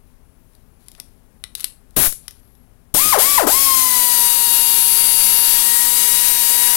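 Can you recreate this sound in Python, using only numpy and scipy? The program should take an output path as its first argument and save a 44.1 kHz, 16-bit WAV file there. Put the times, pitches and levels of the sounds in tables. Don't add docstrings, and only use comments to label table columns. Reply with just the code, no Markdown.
import sys
import numpy as np
from scipy import signal
from scipy.fft import rfft, irfft, next_fast_len
from scipy.io import wavfile
from scipy.ndimage import uniform_filter1d

SR = 44100
rng = np.random.default_rng(int(sys.argv[2]) if len(sys.argv) > 2 else 0)


def persist_wave(psi):
    counts = np.round(np.clip(psi, -1, 1) * 32767).astype(np.int16)
    wavfile.write(sys.argv[1], SR, np.atleast_2d(counts).T)


N = 298116
TIME = np.arange(N) / SR
VANES = 4

# open_s, shut_s, surge_turns_per_s, pickup_hoot_db
PRESSES = [(2.9405, 3.123, 140, -27), (3.185, 3.376, 96, -24), (3.467, 7, 76, -18.5)]
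# frequency_hz, level_db
EXHAUST_SPECTRUM = [(20, -7.5), (70, -33.5), (150, -21), (400, -20.5), (800, -20), (1100, -17),
                    (1500, -15.5), (3000, -11), (6000, -9.5), (8000, -4.5), (11400, -0.5), (12700, -1),
                    (13600, -6), (15600, -7)]
# frequency_hz, level_db
BRIGHT_SPECTRUM = [(200, -25), (600, -19), (1200, -8.5), (2200, -10), (4000, -3.5), (6000, -8),
                   (8400, -7.5), (10600, 4), (12500, -4), (15800, -15)]


def grinder(valve_open_s=.003, drain_db_per_s=201, coast_db=-13.5, coast_power=1.26, pickup_s=.007):
    speed, angle = rotor()
    spans = [(opened, shut) for opened, shut, *_ in PRESSES]
    airflow = np.max([held(*span, drain_db_per_s, valve_open_s) for span in spans], axis=0)
    pressed = sum((TIME > opened) & (TIME < shut) for opened, shut in spans)
    released = butter(1. - pressed, 80, "low")
    coast = amp(coast_db) * released * (speed / speed[-1]) ** coast_power
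    pickup = sum(amp(db) * held(opened, opened + pickup_s, fade_db_per_s=380, attack_s=pickup_s)
                 for opened, _, _, db in PRESSES)
    return airflow * (whine(speed, angle) + exhaust(angle)) + (coast + pickup) * hoot(angle)


def rotor(spin_up_s=.04, coast_s=.052, hose_sag_s=.289):
    # time_s, turns_per_s
    supply_speeds = [(4.1, 234.5), (4.65, 233.9), (5, 234.6), (5.6, 235), (5.9, 238.1), (6.1, 238.8),
                     (6.4, 238), (6.7, 239.4)]
    steady, = curves(supply_speeds)
    speed = np.zeros(N)
    for opened, shut, surge, _ in PRESSES:
        driven_s = np.clip(TIME - opened, 0, shut - opened)
        target = steady + surge * np.exp(-driven_s / hose_sag_s)
        running = target + (np.interp(opened, TIME, speed) - target) * np.exp(-driven_s / spin_up_s)
        run_down = np.exp(-np.maximum(TIME - shut, 0) / coast_s)
        speed = np.where(TIME < opened, speed, running * run_down)
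    speed = np.abs(speed) * (1 + .0004 * wobble(25))
    return speed, 2 * np.pi * np.cumsum(speed) / SR


def whine(speed, angle, weak_db=-39, swell_share=.29, full_flutter_order=22):
    # time_s, cupping
    grip = [(3.5, 0), (3.7, .3), (3.9, 0), (4.15, .15), (4.6, 1), (5.4, 1), (5.6, .7), (5.72, 0)]
    # shaft_order, open_db, cupped_db
    strong_orders = [(1, -48, -48), (2, -50, -50), (3, -50, -56), (4, -35.7, -32.7), (8, -37, -51),
                     (12, -39.5, -36), (16, -37.5, -33.5), (18, -40, -39), (19, -41, -39), (20, -38, -32.5),
                     (24, -37, -41), (28, -41, -43), (32, -39, -54), (35, -34, -42), (36, -33, -38),
                     (37, -37, -40), (39, -38, -44), (40, -32, -26), (43, -31, -26), (44, -38, -50),
                     (46, -35, -52), (47, -28, -29), (48, -33, -29), (51, -34, -42), (52, -29, -25.5),
                     (53, -40, -31), (56, -36, -32), (60, -38, -31)]
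    # time_s, level_db
    vane_swell = [(3.0, 6), (3.5, 6.5), (3.72, 12), (3.88, 2.5), (4.2, 5.5), (4.35, -1.5), (4.65, 2.5),
                  (5.3, 1), (5.6, 2.5), (5.9, -1.5), (6.45, -2), (6.68, 2.5)]
    cupping, = curves(grip)
    swell_db, = curves(vane_swell)
    strong_db = {round(order): levels for order, *levels in strong_orders}
    flutter = amp(.8 * wobble(2) + 1.4 * wobble(9)) * (1 + .2 * wobble(110))
    blur = .0058 * wobble(70)
    shifted = lambda curve: np.roll(curve, rng.integers(N))
    speed_ratio = speed / speed[-1]
    high_gain = amp(swell_share * swell_db) / np.maximum(speed_ratio, 1) ** 2
    tone = np.zeros(N)
    for order in range(1, 67):
        muffler_db = along(EXHAUST_SPECTRUM, order * speed[-1])
        if order in strong_db:
            gain = np.interp(cupping, [0, 1], amp(strong_db[order]))
        else:
            gain = amp(weak_db + muffler_db + rng.normal(0, 2.3))
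        if order == VANES:
            gain = gain * amp(swell_db)
        else:
            colour = amp(along(EXHAUST_SPECTRUM, order * speed[::64]) - muffler_db)
            gain = gain * np.repeat(colour, 64)[:N]
        if order > 3 * VANES:
            gain = gain * high_gain
        phase = order * (angle + shifted(blur)) + 2 * np.pi * rng.random()
        depth = min(order / full_flutter_order, 1)
        tone += gain * (1 + depth * (shifted(flutter) - 1)) * np.sin(phase)
    return np.sqrt(2) * tone * np.clip(speed_ratio, 0, 1) ** 2


def exhaust(angle, chop=.11, uneven=.032):
    # time_s, level_db
    jet_levels = [(2.95, -15.5), (3.3, -15), (3.6, -17), (4.0, -18.5), (4.5, -19), (5.4, -17.5),
                  (5.8, -17.5), (6.2, -17.5), (6.7, -17)]
    jet_db, = curves(jet_levels)
    puffs = 1 + chop * np.cos(VANES * angle) + uneven * np.cos(angle)
    hiss = hand_echoes(noise(EXHAUST_SPECTRUM))
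    return unit(hiss * puffs) * amp(jet_db + 1.2 * wobble(14))


def hand_echoes(hiss, depth_db=1.3):
    spectra = signal.stft(hiss, nperseg=512)[2]
    patches = uniform_filter1d(rng.standard_normal(spectra.shape), size=4, axis=0)
    patches = uniform_filter1d(patches, size=70, axis=1)
    return signal.istft(spectra * amp(depth_db * unit(patches)), nperseg=512)[1][:N]


def hoot(angle, rough=.4, uneven=.11, muffler_hz=1250, chuff_db=-13):
    # shaft_order, level_db
    siren_orders = [(4, -5), (8, -7.5), (12, -13), (16, -7.5), (20, -16)]
    # frequency_hz, level_db
    chuff_spectrum = [(100, -27), (400, -30), (1200, 2.5), (2200, -7), (6000, -6), (15000, -43)]
    siren = unit(sum(amp(db) * np.sin(round(order) * angle) for order, db in siren_orders))
    siren *= 1 + rough * wobble(300) + uneven * np.sin(angle)
    chuff = amp(chuff_db) * noise(chuff_spectrum) * (1 + .5 * np.cos(VANES * angle))
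    return butter(siren, muffler_hz, "low") + chuff


def clicks(gain_db=-8, ring_db=-21, crack_t60_s=.011, split_hz=4500):
    # start_s, level_db, clack_db, pitch_hz
    contacts = [(0.55, -35, -28, 4900), (0.8828, -22, -10, 4930), (0.9157, -27, -18, 5300),
                (0.9493, -34.5, 1, 4900), (0.999, -15, -10.5, 5400), (1.4382, -18.5, 3.5, 3900),
                (1.5508, -5.5, -16, 3880), (1.557, -18, -20, 3900), (1.5969, -22, -5, 4120),
                (1.6043, -13.5, -7, 3870), (1.609, -16, -27, 3140), (1.6299, -30, -2, 3960),
                (1.6422, 1, -14, 4200), (1.6454, -14, -22.5, 4580), (1.907, -36, -24, 9900),
                (2.2799, -13.5, -6, 5400), (2.3081, -23.5, -15, 5160), (2.551, -43, -4, 5440)]
    # pitch_hz, level_db, t60_s
    steel_modes = [(1230, -11, 0.028), (2010, -3, 0.04), (3400, -7.5, 0.069), (3870, 1, .023),
                   (5600, -10.5, 0.076), (6670, -5, 0.013), (7660, -5, 0.018), (9060, -4, .015),
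                   (10600, -2.5, .012), (12900, -4, .012)]
    out, t = np.zeros(N + SR), np.arange(SR // 4) / SR
    mode = lambda hz, db, t60: amp(db - 60 * t / t60) * np.sin(2 * np.pi * hz * t)
    for start_s, level_db, clack_db, pitch_hz in contacts:
        ring = sum(mode(hz * rng.normal(1, .019), ring_db + db + rng.normal(0, 2), t60)
                   for hz, db, t60 in steel_modes)
        crack = noise(BRIGHT_SPECTRUM, size=len(t)) * amp(-60 * t / crack_t60_s)
        note = mode(pitch_hz, db=-7, t60=.008)
        hit = (crack + ring + note) * (1 - np.exp(-t / .0003))
        clack = amp(clack_db + 6) * butter(hit, split_hz, "low")
        hit = butter(hit, split_hz, "high") - clack
        out[round((start_s + .0007) * SR):][:len(t)] += amp(level_db + gain_db) * hit
    return out[:N]


def coupler_blast():
    # start_s, stop_s, level_db, fade_db_per_s
    escapes = [(1.962, 2.066, -14.5, 640), (2.122, 2.126, -25, 3500)]
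    # frequency_hz, level_db
    air_spectrum = [(100, -14), (400, -12), (1000, -10), (5000, -13.5), (9000, -8), (11000, 1),
                    (13000, -4.5), (15800, -6)]
    return noise(air_spectrum) * bursts(escapes, attack_s=.004) * amp(.68 * wobble(140))


def microphone_gust(start_s=1.969, stop_s=2.067, push_db=-20):
    # start_s, stop_s, level_db, fade_db_per_s
    buffets = [(1.964, 1.985, -21.5, 241), (2.948, 3.5, -42.5, 21), (3.045, 3.06, -34.5, 300)]
    # frequency_hz, level_db
    eddy_spectrum = [(20, 3), (80, -7.5), (250, -9), (700, -15.5), (2000, -38), (6000, -92)]
    pressure = butter(1. * ((TIME > start_s) & (TIME < stop_s)), 50, "low")
    push = signal.lfilter(*signal.butter(1, 7, "high", fs=SR), -amp(push_db) * pressure)
    return push + noise(eddy_spectrum) * bursts(buffets, attack_s=.008)


def handling(grain_db=3):
    # start_s, stop_s, level_db, fade_db_per_s
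    scratches_and_leaks = [(.05, .12, -71, 250), (.51, .55, -67, 100), (.79, 1.0, -61, 59),
                           (1.555, 1.645, -44.5, 300), (1.92, 1.96, -65.5, 100), (2.2, 2.3, -60, 47)]
    # start_s, stop_s, level_db, fade_db_per_s
    bumps = [(.975, .992, -55, 600)]
    # frequency_hz, level_db
    palm_spectrum = [(150, -20), (450, -1), (900, -1), (2000, -12), (4000, -40)]
    grainy_hiss = unit(noise(BRIGHT_SPECTRUM) * amp(grain_db * wobble(250)))
    thud = noise(palm_spectrum) * bursts(bumps, attack_s=.0055)
    return grainy_hiss * bursts(scratches_and_leaks, attack_s=.023) + thud


def seal_leak(seep_db=-70, drift_db=2, waver=.007, wander=.012):
    # frequency_hz, level_db
    seep_spectrum = [(3000, -21), (8000, -12), (10000, -0.5), (11200, 0), (12800, -6), (15800, -12.5)]
    # middle_s, length_s, middle_hz, drop_at_ends_hz, level_db
    chirps = [(.31, 0.23, 10750, 501, -68), (.42, .12, 14550, -600, -69), (.67, .14, 13200, -600, -71),
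              (0.75, .11, 10650, 704, -67), (2.514, 0.42, 11650, 899, -62), (2.5, 0.33, 10750, 600, -67)]
    out = noise(seep_spectrum) * amp(seep_db + drift_db * wobble(8))
    for middle_s, length_s, middle_hz, drop_hz, db in chirps:
        arch = np.minimum(np.abs(2 * (TIME - middle_s) / length_s), 1) ** 2
        pitch_hz = (middle_hz - drop_hz * arch) * (1 + waver * wobble(300) + wander * wobble(25))
        out += amp(db) * (1 - arch) * np.sin(2 * np.pi * np.cumsum(pitch_hz) / SR)
    return out


def workshop_reverb(x):
    # frequency_hz, t60_s
    decay_times = [(200, .35), (1500, 0.31), (5000, 0.25), (10000, 0.31), (15000, 0.13)]
    hz, t, spectra = signal.stft(rng.standard_normal((SR * 3) // 5), SR, nperseg=256)
    decay = amp(-60 * t / along(decay_times, hz)[:, None])
    tail = signal.istft(spectra * decay, SR, nperseg=256)[1]
    response = np.pad(tail, (SR // 250, 0)) / np.linalg.norm(tail)
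    return signal.fftconvolve(x, response)[:N]


def room_tone():
    # frequency_hz, level_db
    room_spectrum = [(12, -30.5), (20, -1.5), (221, -18.5), (247, -14), (300, -25.5), (419, -24),
                     (482, -28), (775, -30), (843, -31.5), (916, -31.5), (4140, -46), (15800, -46.5)]
    return amp(-53) * noise(room_spectrum)


def amp(db):
    return 10 ** (np.asarray(db) / 20)


def unit(x):
    return x / np.sqrt(np.mean(x ** 2) + 1e-20)


def along(points, hz):
    knots_hz, values = np.transpose(points)
    return np.interp(np.log(hz + 1), np.log(knots_hz + 1), values)


def curves(rows):
    times_s, *columns = np.transpose(rows)
    return [np.interp(TIME, times_s, column) for column in columns]


def wobble(rate):
    position = np.arange(N) * rate / SR
    knots = rng.standard_normal(int(position[-1]) + 2)
    return np.interp(position, np.arange(len(knots)), knots)


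def filtered(x, response):
    size = next_fast_len(len(x) + 8192)
    return irfft(rfft(x, size) * response(np.fft.rfftfreq(size, 1 / SR)), size)[:len(x)]


def noise(spectrum, size=N):
    return unit(filtered(rng.standard_normal(size), lambda hz: amp(along(spectrum, hz))))


def butter(x, hz, kind):
    return signal.sosfilt(signal.butter(2, hz, kind, fs=SR, output="sos"), x)


def held(start_s, stop_s, fade_db_per_s, attack_s):
    attack = np.clip((TIME - start_s) / attack_s, 0, 1)
    return attack * amp(-fade_db_per_s * np.maximum(TIME - stop_s, 0))


def bursts(rows, attack_s):
    return sum(amp(db) * held(start, stop, fade, attack_s) for start, stop, db, fade in rows)


def scene():
    motor, contacts, air = grinder(), clicks(), coupler_blast()
    into_room = amp(-11.5) * motor + amp(-13) * contacts + amp(-5.5) * butter(air, 4000, "high")
    reverb = workshop_reverb(into_room)
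    close = motor + contacts + air + handling() + seal_leak() + microphone_gust()
    return (close + reverb + room_tone())[None]


def record(dry):
    ceiling, top_hz = .82, 15850
    left = 2 * dry[0]
    left = left / (1 + np.abs(left / ceiling) ** 8) ** (1 / 8)
    left = filtered(left, lambda hz: 1 / (1 + (hz / top_hz) ** 500))
    return np.array([left, np.zeros(N)])


dry = scene()
out = record(dry)
persist_wave(out)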